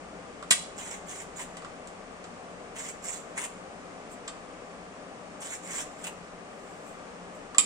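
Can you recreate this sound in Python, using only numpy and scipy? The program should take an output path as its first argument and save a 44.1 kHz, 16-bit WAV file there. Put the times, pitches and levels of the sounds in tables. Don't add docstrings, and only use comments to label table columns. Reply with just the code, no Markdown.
import sys
import numpy as np
from scipy import signal
from scipy.fft import rfft, irfft, next_fast_len
from scipy.io import wavfile
from scipy.ndimage import uniform_filter1d, map_coordinates

SR = 44100
rng = np.random.default_rng(int(sys.argv[2]) if len(sys.argv) > 2 else 0)


def output_pcm(signal):
    pcm = np.clip(np.atleast_2d(signal).T, -1, 1) * 32767
    wavfile.write(sys.argv[1], SR, np.round(pcm).astype(np.int16))


N = 337365

# (relative, per Hz)
SKIN_SPECTRUM = [(500, -23), (900, -2), (1450, -5.5), (1850, -3.5), (2150, -1), (2800, -11.5), (3400, -11),
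                 (4900, -17), (5700, -8), (6700, -1.5), (7400, 0), (8250, -4), (9200, -2.5), (10000, -18.5),
                 (11000, -26.5), (15500, -27)]
# frequency_hz, level_db, t60_s
FRAME_MODES = [(713, -10.5, 0.075), (1137, -4, 0.06), (1330, -14, 0.077), (1960, 12.5, 0.018),
               (2940, -14, 0.07), (3316, 0, 0.051), (3940, -3, 0.04), (4820, -7, 0.045), (5600, -10, .055),
               (6400, -10, 0.055), (6950, -8, 0.04), (7450, -7, 0.055), (8200, -9, .05), (9006, -6, 0.04)]


def amp(db):
    return 10 ** (np.asarray(db) / 20)


def unit(x):
    return x / np.sqrt(np.mean(x ** 2) + 1e-20)


def along(points, hz):
    f, v = np.transpose(points)
    return np.interp(np.log(hz + 1), np.log(f + 1), v)


def wobble(rate):
    knots = rng.standard_normal(int(N * rate / SR) + 4)
    return map_coordinates(knots, [np.arange(N) * rate / SR])


def swells(rows):
    t = np.arange(N) / SR
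    return sum(amp(db) * np.exp(-((t - s) / half) ** 2) for s, half, db in rows)


def filtered(x, response):
    n = x.shape[-1]
    m = next_fast_len(n + SR // 4)
    return irfft(rfft(x, m) * response(np.fft.rfftfreq(m, 1 / SR)), m)[..., :n]


def coloured(x, points, size=2048):
    shape = amp(along(points, np.fft.rfftfreq(size, 1 / SR)))
    cepstrum = irfft(np.log(shape))
    cepstrum[1:size // 2] *= 2
    cepstrum[size // 2 + 1:] = 0
    impulse = irfft(np.exp(rfft(cepstrum)))
    return signal.fftconvolve(x, impulse)[:len(x)]


def add(track, s, sound):
    part = track[round(s * SR):][:len(sound)]
    part += sound[:len(part)]


def lagged(x):
    lag_s = 0.00017
    return filtered(x, lambda hz: np.exp(-1j * np.pi * np.outer([1, -1], hz) * lag_s))


def air():
    # (relative, per Hz)
    air_spectrum = [(15, -37), (25, -5), (37, -15), (82, -11.5), (140, -11.5), (156, -7), (178, -2),
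                    (209, -4), (305, -2.5), (349, -11.5), (389, -1.5), (421, -4.5), (509, -1.5),
                    (567, -4.5), (741, -3), (919, -10), (1140, -8.5), (1410, -12), (2400, -17), (3930, -27),
                    (7500, -26.5), (9300, -29), (10600, -57), (15500, -57)]
    # frequency_hz, width_hz, boost_db
    resonances = [(177.1, 7.9, 6.5), (603, 43, 3), (1185, 120, 3.5)]
    # frequency_hz, correlation (0 to 1)
    likeness = [(60, 0.39), (150, 1), (380, 0.78), (950, 0.48), (2380, 0.22), (5980, 0.047), (15000, 0.078)]
    # frequency_hz, left_minus_right_db
    balance = [(60, 6), (150, 4.5), (380, 5), (950, 2), (2380, 3), (5980, -0.5), (15000, 5)]
    level_db = -45.5

    def mid_side_colour(hz):
        bumps = sum(db / (1 + (2 * (hz - centre) / width) ** 2) for centre, width, db in resonances)
        angle = np.arccos(np.clip(along(likeness, hz), -1, 1)) / 2
        side_share = np.tan(angle)
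        return amp(along(air_spectrum, hz) + bumps) * np.array([np.ones_like(hz), side_share])

    mid, side = filtered(rng.standard_normal((2, N)), mid_side_colour)
    pair = np.array([mid + side, mid - side]) / np.std(mid)
    pair = filtered(pair, lambda hz: amp(np.outer([.5, -.5], along(balance, hz))))
    return pair * amp(level_db + 0.05 * wobble(2.3) + 0.2 * wobble(9.9))


def hum():
    pitch_hz, stop_s = 57.4, 2.3
    t = np.arange(N) / SR
    level = amp(-63 + 3.2 * wobble(4.1))
    stopping = np.clip((stop_s - t) * 20, 0, 1)
    return level * np.sin(2 * np.pi * pitch_hz * t) * stopping


def crack(t, t60):
    # (relative, per Hz)
    contact_spectrum = [(50, -41), (200, -3.5), (450, -20), (880, -14.5), (1150, 3), (1600, -6), (2000, 1),
                        (2650, -3), (4500, -2.5), (6200, -3), (7600, 3), (9200, 4), (10300, -14.5),
                        (12500, -21), (15500, -24)]
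    fade = amp(-60 * t / t60)
    phases = np.angle(rfft(rng.standard_normal(len(t)) * fade))
    even = irfft(np.exp(1j * phases), len(t))
    burst = coloured(even * np.sqrt(fade), contact_spectrum)
    return burst * np.linalg.norm(fade) / np.linalg.norm(burst)


def ring(t, modes, scatter_db):
    rise_s = 0.0003
    hz, db, t60 = np.transpose(modes)[:, :, None]
    gain = amp(db + scatter_db * rng.standard_normal(hz.shape) - 60 * t / t60)
    return np.sum(gain * np.sin(2 * np.pi * hz * t), 0) * (1 - np.exp(-t / rise_s))


def chirp(t, hz, swell):
    envelope = t / swell * np.exp(1 - t / swell)
    return envelope * np.sin(2 * np.pi * hz * t)


def ticks():
    # start_s, level_db (before trim), body_db, ring_db, sharpness_db
    tick_rows = [(0.4265, -42.5, 27, -26, -4), (1.569, -38, 10, -15, -5), (1.621, -47, 23, -28, -8),
                 (1.647, -43, 26, -28, -15), (1.873, -38.5, -22, -22, -8), (2.241, -41, 13, -19, -17),
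                 (4.2768, -35, 5, -30, -20), (4.2789, -29.5, 7, -29, -17), (7.547, -39, 23, -28, -10)]
    trim_db = -3.5
    out, t = np.zeros(N), np.arange(SR // 4) / SR
    for s, db, body_db, ring_db, sharp_db in tick_rows:
        hit = crack(t, t60=0.024) + amp(ring_db) * ring(t, FRAME_MODES, scatter_db=4)
        tone = [(600, 2), (1200, body_db), (2200, body_db / 4), (7500, 0.81), (11000, sharp_db)]
        add(out, s, amp(db + trim_db) * coloured(hit, tone))
    return out


def clacks():
    # start_s, level_db (before trim), frame_ring_db, blade_ring_db,
    # blade_chirp_db (before trim), crack_t60_s
    contacts = [(0.506, -28, -20, -8, 16, .008), (0.508, -12, -22, -26, -4, 0.022),
                (0.509, -9.5, -12, -26, -9, 0.023), (0.5123, -11.5, -21.5, -25, -2, 0.019),
                (0.5204, -18.5, -21, -23, -8, 0.022), (7.583, -12, -24.5, -20, -4, 0.0086),
                (7.5833, -9.5, -28, -12.5, 11.5, 0.0092)]
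    # frequency_hz, level_db, t60_s
    blade_modes = [(1113, -5, 0.023), (1270, -2, 0.036), (2240, -4.5, .02), (2495, 2.5, 0.021),
                   (3080, -14, 0.024), (3700, -8, 0.042), (4540, -4, .035), (7390, -4, 0.048)]
    trim_db, chirp_trim_db = -3.5, -4.0
    out, t = np.zeros(N), np.arange(SR // 3) / SR
    for s, db, frame_db, blade_db, chirp_db, crack_t60 in contacts:
        frame = amp(frame_db) * ring(t, FRAME_MODES, scatter_db=3)
        blade = amp(blade_db) * ring(t, blade_modes, scatter_db=0)
        buzz = amp(chirp_db + chirp_trim_db) * chirp(t, hz=7860, swell=0.00029)
        add(out, s, amp(db + trim_db) * (crack(t, crack_t60) + frame + blade + buzz))
    return signal.sosfilt(signal.butter(2, 110, "highpass", fs=SR, output="sos"), out)


def crunch(rate, spread_db, hiss):
    happens = rng.random(N) < rate / SR
    bursts = happens * rng.standard_normal(N) * amp(spread_db * rng.standard_normal(N))
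    return unit(unit(bursts) + hiss * rng.standard_normal(N))


def patchy(x, size=256):
    patch_hz, patch_s, depth_db = 800, .016, 3
    hz, t, z = signal.stft(x, SR, nperseg=size)
    knots = rng.standard_normal((64, 2048))
    places = np.meshgrid(hz / patch_hz, t / patch_s, indexing="ij")
    field = map_coordinates(knots, places, mode="wrap")
    return signal.istft(z * amp(depth_db * field), SR, nperseg=size)[1][:len(x)]


def pull(t, length, bite, change_db):
    release_db_per_s = 332
    drag_db, drag_s = -24.5, 0.23
    attack = np.clip(t / bite, 0, 1)
    hold = amp(change_db * (np.clip(t / length, 0, 1) - .5))
    after = np.maximum(t - length, 0)
    drag = amp(drag_db) * np.exp(-(after / drag_s) ** 2)
    release = np.maximum(amp(-release_db_per_s * after), drag)
    return attack * hold * release


def angled(x, body_db, edge_db):
    return coloured(x, [(2800, body_db), (5500, 0), (7700, 0), (9200, edge_db), (11500, 0)])


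def peeling():
    # start_s, length_s, bite_s (time to bite in),
    # level_db (mid-pull, before trim), change_db (over the pull), body_db, edge_db (brightness)
    pull_rows = [(0.753, 0.19, 0.045, -45.5, -4.5, 2, -2), (1.05, 0.16, 0.043, -46, -2.5, 0, 0),
                 (1.35, 0.052, 0.016, -49.5, 10, 1.5, -1), (2.747, 0.14, 0.022, -43.5, -3, -0.5, -0.5),
                 (3.01, 0.15, 0.051, -42, -1.5, -3, -1.5), (3.352, 0.068, 0.025, -44, 0, 2.5, 4.5),
                 (5.398, 0.14, 0.026, -44, -1, -0.5, 1), (5.614, 0.19, 0.12, -40, -1, -1, -2.5),
                 (5.98, 0.07, 0.014, -54, 2, 3, 1)]
    trim_db = -1.2
    ridges = 1.4 * wobble(70)
    catches = 0.5 * wobble(400)
    bursting = crunch(rate=1000, spread_db=3.5, hiss=0.86) * amp(ridges + catches)
    cells = unit(patchy(coloured(bursting, SKIN_SPECTRUM)))
    cut, t = np.zeros(N), np.arange(SR) / SR
    for s, length, bite, db, change_db, body_db, edge_db in pull_rows:
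        stroke = cells[round(s * SR):][:len(t)] * pull(t, length, bite, change_db)
        add(cut, s, amp(db + trim_db) * angled(stroke, body_db, edge_db))
    return cut


def snags():
    # start_s, level_db, edge_db (brightness)
    snag_rows = [(1.374, -49, 0), (1.414, -34.5, -2), (2.887, -38, -2), (3.126, -38, 2), (3.381, -33, 3),
                 (3.438, -32, 11), (3.449, -36, 9), (5.508, -42, 2), (5.812, -37, -8), (6.040, -32, 5.5),
                 (6.069, -33.5, 6)]
    rise_s, t60_s = 0.0012, 0.03
    out, t = np.zeros(N), np.arange(SR // 8) / SR
    for s, db, edge_db in snag_rows:
        noise = unit(coloured(rng.standard_normal(len(t)), SKIN_SPECTRUM))
        burst = noise * (1 - np.exp(-t / rise_s)) * amp(-60 * t / t60_s)
        add(out, s, amp(db) * angled(burst, body_db=0, edge_db=edge_db))
    return out


def squeaks():
    # centre_s, half_length_s (to 1/e), pitch_hz (before the waver), level_db (peak)
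    squeak_rows = [(1.398, 0.0082, 970, -43), (3.425, .014, 965, -45.5), (3.46, .007, 880, -48),
                   (6.075, .008, 900, -46)]
    waver = 0.046
    drift = np.cumsum(1 + waver * wobble(300)) / SR
    return sum(swells([(s, half, db)]) * np.sin(2 * np.pi * hz * drift) for s, half, hz, db in squeak_rows)


def tearing():
    # centre_s, half_length_s (to 1/e), level_db (before trim)
    tear_rows = [(1.415, 0.012, -51), (3.41, 0.032, -51), (3.453, 0.0067, -49), (6.062, 0.015, -47)]
    # (relative, per Hz)
    shred_spectrum = [(600, -17), (980, -5), (1400, -2), (2000, -9), (2600, 3), (3500, -9.5), (6000, -20)]
    trim_db = -1.2
    rasp = unit(coloured(crunch(rate=680, spread_db=6.5, hiss=0.21), shred_spectrum))
    return amp(trim_db) * swells(tear_rows) * rasp


def handling():
    # centre_s, half_length_s (to 1/e), level_db (before trim)
    rub_rows = [(4.12, 0.018, -57.5), (6.7, 0.2, -70), (6.885, 0.041, -63), (7.352, 0.013, -62)]
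    trim_db = -0.5
    rub = crunch(rate=3000, spread_db=3, hiss=0.74)
    tone = [(1500, -10), (5000, -14), (7500, 9.0), (9200, 5), (10500, -11), (15000, -13)]
    return amp(trim_db) * swells(rub_rows) * unit(coloured(rub, tone))


def evened(echoes, size=45):
    power = uniform_filter1d(np.abs(rfft(echoes)) ** 2, size)
    hz = np.fft.rfftfreq(len(echoes), 1 / SR)
    return coloured(echoes, np.column_stack([hz, -10 * np.log10(power / power.mean())]))


def kitchen(x, near_db, near_t60, room_db):
    # frequency_hz, t60_s
    room_decay = [(200, 0.65), (1800, 0.34), (4000, 0.46), (8000, 0.4), (15000, 0.25)]
    hz, t, z = signal.stft(rng.standard_normal((2, SR // 2)), SR, nperseg=256)
    fade = amp(-60 * t / along(room_decay, hz)[:, None])
    tail = signal.istft(z * fade, SR, nperseg=256)[1]
    t = np.arange(tail.shape[1]) / SR
    tail = tail * (1 - np.exp(-t / 0.002))
    near = rng.standard_normal(tail.shape) * amp(-60 * t / near_t60) * (t > .001)
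    echoes = amp(near_db) * near / np.linalg.norm(near[0])
    echoes += amp(room_db) * tail / np.linalg.norm(tail[0])
    echoes[:, 0] += 1
    responses = np.array([evened(port) for port in echoes])
    return signal.fftconvolve(lagged(x), responses, axes=1)[:, :N]


def scene():
    # frequency_hz, gain_db
    left_colour = [(1000, -0.5), (2100, 1), (3000, 4), (6000, -0.5), (7600, -3.5), (9100, 3.5), (11000, -4),
                   (14000, 4)]
    right_colour = [(1000, -0.5), (2100, -1), (3000, 4), (6500, 0), (7600, 8), (8400, -2), (9200, -9.5),
                    (10500, 1.5), (14000, 2.5)]
    background = lagged(air()) + hum()
    knocks = kitchen(ticks() + clacks(), near_db=2.2, near_t60=0.088, room_db=-7)
    work = peeling() + snags() + squeaks() + tearing() + handling()
    cutting = kitchen(work, near_db=3.5, near_t60=0.077, room_db=-8.0)
    left, right = cutting + knocks
    return np.array([coloured(left, left_colour), coloured(right, right_colour)]) + background


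def record(dry):
    ceiling, top_hz = .92, 15800
    rounded = dry / (1 + np.abs(dry / ceiling) ** 6) ** (1 / 6)
    return filtered(rounded, lambda hz: 1 / (1 + (hz / top_hz) ** 120))


dry = scene()
out = record(dry)
output_pcm(out)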